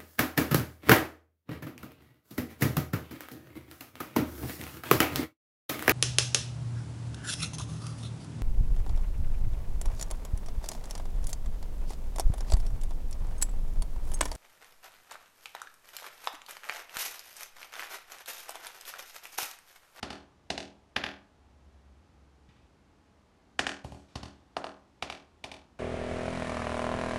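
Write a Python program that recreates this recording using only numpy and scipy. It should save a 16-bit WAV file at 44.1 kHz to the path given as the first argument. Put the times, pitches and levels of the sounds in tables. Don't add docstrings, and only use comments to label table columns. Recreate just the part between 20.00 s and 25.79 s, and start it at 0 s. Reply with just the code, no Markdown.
import sys
import numpy as np
from scipy import signal
from scipy.fft import rfft, irfft
from scipy.io import wavfile

SR = 44100
rng = np.random.default_rng(int(sys.argv[2]) if len(sys.argv) > 2 else 0)


def master(y):
    cut = np.clip(np.atleast_2d(y).T, -1, 1)
    pcm = np.round(cut * 32767)
    wavfile.write(sys.argv[1], SR, pcm.astype(np.int16))


N = 255339
TIME = np.arange(N) / SR


def from_db(db):
    return 10 ** (np.asarray(db) / 20)


def unit_energy(x):
    return x / np.sqrt(np.sum(x ** 2) + 1e-20)


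def rms_one(x):
    return unit_energy(x) * np.sqrt(len(x))


def add(out, start_s, sound):
    start = max(round(start_s * SR), 0)
    out[start:start + len(sound)] += sound[:N - start]


def band(x, low_hz, high_hz, order=2):
    sos = signal.butter(order, [low_hz, min(high_hz, .45 * SR)], "band", fs=SR, output="sos")
    return signal.sosfilt(sos, x + 1e-18)


def resonate(x, hz, width_hz):
    r = np.exp(-np.pi * width_hz / SR)
    poles = [1, -2 * r * np.cos(2 * np.pi * hz / SR), r * r]
    return signal.lfilter(np.array([1, 0, -1]) * (1 - r * r) / 2, poles, x + 1e-18)


def ringing(modes):
    t = TIME[:SR]
    sines = (from_db(db - 60 * t / t60_s) * np.sin(2 * np.pi * hz * t) for hz, db, t60_s in modes)
    return unit_energy(sum(sines))


# frequency_hz, relative_density_db
AIR_SPECTRUM = [(15, -70.5), (25, -35.5), (47, -8.5), (70, -16), (84, -6), (99, -16), (132, -15),
                (278, -15.5), (510, -22.5), (821, -23), (1010, -25.5), (1100, -25.5), (1720, -31.5),
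                (6460, -42), (13900, -55.5)]
# pitch_hz, relative_level_db
STEADY_TONES = [(199.2, -81), (839.8, -82), (920.5, -90.5)]
def room_tone():
    hz, db = np.transpose(AIR_SPECTRUM)
    bins_hz = np.arange(N // 2 + 1) * SR / N
    colour = from_db(np.interp(np.log(bins_hz + 1), np.log(hz), db))
    hiss = rms_one(irfft(rfft(rng.standard_normal(N)) * colour, N))
    tones = sum(from_db(db) * np.sin(2 * np.pi * hz * TIME) for hz, db in STEADY_TONES)
    return from_db(-65) * hiss + from_db(-4) * tones


def hum(start_s=1.36, end_s=2.68, attack_s=0.26, release_s=0.1, pitch_hz=68.3, sag_db_per_s=10):
    rise = np.clip((TIME - start_s) / attack_s, 0, 1)
    fall = np.clip((end_s - TIME) / release_s, 0, 1)
    held_s = np.maximum(TIME - start_s - attack_s, 0)
    swell = rise * fall * from_db(-61.5 - sag_db_per_s * held_s)
    waver = rms_one(resonate(rng.standard_normal(N), pitch_hz, width_hz=19))
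    return (from_db(-74) + swell) * rms_one(np.sin(2 * np.pi * pitch_hz * TIME) + 0.5 * waver)


def flutter_echo(x, strong_gain, tail_gain, feedback):
    delay, step = 3307, 1102
    taps = np.zeros(delay + 8 * step)
    taps[0], taps[delay - step], taps[delay] = 1, -.07, strong_gain
    taps[delay + step::step] = tail_gain * feedback ** np.arange(7)
    return signal.fftconvolve(x, taps[None])[:, :N]


# frequency_hz, relative_level_db, t60_s
REVERB_BANDS = [(101, 0.5, .3), (230, -7.5, 0.39), (390, -2, 0.26), (602, -5.5, 0.35), (1100, -2, 0.41),
                (2200, -6, 0.31), (4000, -9.5, 0.35), (7000, -3.5, 0.2), (11860, -8.5, 0.17)]
# pitch_hz, relative_level_db, t60_s
RINGING_TONES = [(199.83, -6, 0.58), (229, -1.5, 0.13), (263, -12, 0.44), (283, 3, 0.39),
                 (359.8, -2.5, 0.32), (400, 1.5, 0.24), (499, 3.5, 0.11)]
def hallway(x):
    t, tail = TIME[:SR], 0
    hz, levels_db, t60s_s = np.transpose(REVERB_BANDS)
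    edges_hz = np.geomspace(80, 16000, 16)
    build_up = np.clip((t - .002) / 0.0034, 0, 1)
    for low, high in zip(edges_hz, edges_hz[1:]):
        log_centre = np.log(low * high) / 2
        db = np.interp(log_centre, np.log(hz), levels_db)
        t60_s = np.interp(log_centre, np.log(hz), t60s_s)
        dying = band(rng.standard_normal(len(t)), low, high) * from_db(-60 * t / t60_s) * build_up
        tail += from_db(db) * unit_energy(dying) * np.sqrt(2 * (high - low) / SR)
    reflections = rng.standard_normal(len(t)) * (t > .0015) * np.exp(-t / 0.0054)
    early = unit_energy(band(reflections, 350, 21000, order=1))
    low_ring = np.roll(ringing(RINGING_TONES), round(0.005535 * SR))
    return signal.fftconvolve(x, tail + from_db(-8) * early + from_db(-20.5) * low_ring)[:N]


# pitch_hz, relative_level_db, t60_s
FLOOR_MODES = [(72.1, -4, 0.53), (86, -3.5, 0.37), (113, 4, 0.1), (127.3, -8, 0.33), (160.5, 6, 0.041),
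               (198, -15, 0.52)]
def floor_thumps():
    out = np.zeros(N)
    boom = band(ringing(FLOOR_MODES), 57, 310, order=3)
    for start_s, *_, floor_db in PAW_SLAPS:
        add(out, start_s, from_db(floor_db) * boom)
    for start_s, floor_db, *_ in PAW_SHIFTS:
        add(out, start_s, from_db(floor_db) * boom)
    return out


# start_s, floor_db, rustle_db, decay_s, top_hz
PAW_SHIFTS = [(0.305, -46, -80, 0.028, 3000), (2.487, -25.5, -66.5, 0.053, 3450),
              (3.84, -23, -59.5, 0.076, 6700), (4.084, -41, -70, 0.19, 5050)]
def rustles():
    out, t = np.zeros(N), TIME[:SR // 3]
    for start_s, _, rustle_db, decay_s, top_hz in PAW_SHIFTS:
        stroke = np.minimum(t / 0.0025, 1) * np.exp(-t / decay_s)
        friction = rms_one(band(rng.standard_normal(len(t)), 910, top_hz))
        add(out, start_s, from_db(rustle_db) * stroke * friction)
    return out


def pad(t, start_s, grain, grain_s):
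    push = signal.unit_impulse(len(t), round(start_s * SR))
    crush = rng.standard_normal(len(t)) * np.exp(-abs(t - start_s) / grain_s)
    return unit_energy(push + grain * unit_energy(crush))


def hand(force, levels_db, pop_hz, smack_hz, pocket_db):
    thud_db, palm_db, pop_db, smack_db, crack_db = levels_db
    resonances = [(thud_db, 200, 240),
                  (palm_db, 640, 350),
                  (pop_db, pop_hz, pop_hz),
                  (smack_db, smack_hz, 1.054 * smack_hz),
                  (crack_db, 4900, 3800),
                  (-18.5 + 0.5 * smack_db, 9600, 4200)]
    body = sum((-1) ** k * from_db(db) * resonate(resonate(force, hz, width_hz), hz, width_hz)
               for k, (db, hz, width_hz) in enumerate(resonances))
    pockets = sum(resonate(body, hz, width_hz=280) for hz in (pop_hz, smack_hz, 1.5 * smack_hz))
    return body + from_db(pocket_db) * pockets


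# start_s, thud_db, palm_db, pop_db, smack_db, crack_db,
# pop_hz, smack_hz, second_pad_delay_s, second_pad_db, floor_db
PAW_SLAPS = [(0.029, 8.5, 8, 0.5, -1.5, -7.5, 1270, 2920, 0.0014, 5.5, -12),
             (0.5034, 11, 12, -3.5, 2, -2.5, 1620, 2700, 0.0011, -1, -13.5),
             (0.9637, 10, 12.5, 9, 3.5, -20, 1643, 3250, 0.0017, -4.5, -12.5),
             (3.5927, 12, 12, 10, 1.5, 3.5, 1560, 3050, 0.0028, -6.5, -14),
             (3.8463, 4, -0.5, -16, -19, -43, 985, 2580, 0.00069, 2.5, -7),
             (4.1561, 3, 1.5, -5.5, -7, -10, 1125, 2920, 0.0027, -1.5, -6.5),
             (4.5678, 5.5, 13, 0, -9.5, -11.5, 1240, 2830, 0.000081, -17.5, -21),
             (5.0250, 3, 9.5, -5.5, 1.5, -8.5, 1120, 2300, 0.00098, -2.5, -16),
             (5.4414, -1, 6, -12, -4.5, -13.5, 1020, 2370, 0.0034, -8, -20.5)]
def slaps():
    direct, thrown, t = np.zeros(N), np.zeros(N), TIME[:SR // 16]
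    lead_s = .008
    impulse = signal.unit_impulse(len(t))
    for start_s, *levels_db, pop_hz, smack_hz, delay_s, second_pad_db, _ in PAW_SLAPS:
        first_pad = pad(t, lead_s, grain=0.81, grain_s=0.00096)
        second_pad = pad(t, lead_s + delay_s, grain=0.68, grain_s=0.001)
        brush = (t < lead_s) * np.exp(-abs(t - lead_s) / 0.00059)
        fur = unit_energy(rng.standard_normal(len(t)) * brush)
        force = unit_energy(first_pad + from_db(second_pad_db) * second_pad + from_db(-8.5) * fur)
        slap = hand(force, levels_db, pop_hz, smack_hz, pocket_db=0.5)
        add(direct, start_s - lead_s, from_db(-2.5) * slap)
        add(thrown, start_s, hand(impulse, levels_db, pop_hz, smack_hz, pocket_db=-13.5))
    return direct, thrown


def scene():
    direct, thrown = slaps()
    rustle = rustles()
    return (direct + rustle + hallway(thrown + rustle) + floor_thumps() + room_tone() + hum())[None]


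def record(dry):
    echoed = flutter_echo(dry, strong_gain=0.56, tail_gain=0.29, feedback=0.4859)
    softened = signal.sosfilt(signal.butter(4, 12300, fs=SR, output="sos"), echoed)
    return signal.sosfilt(signal.ellip(10, .3, 70, 13900, fs=SR, output="sos"), softened)


dry = scene()
out = record(dry)
master(out)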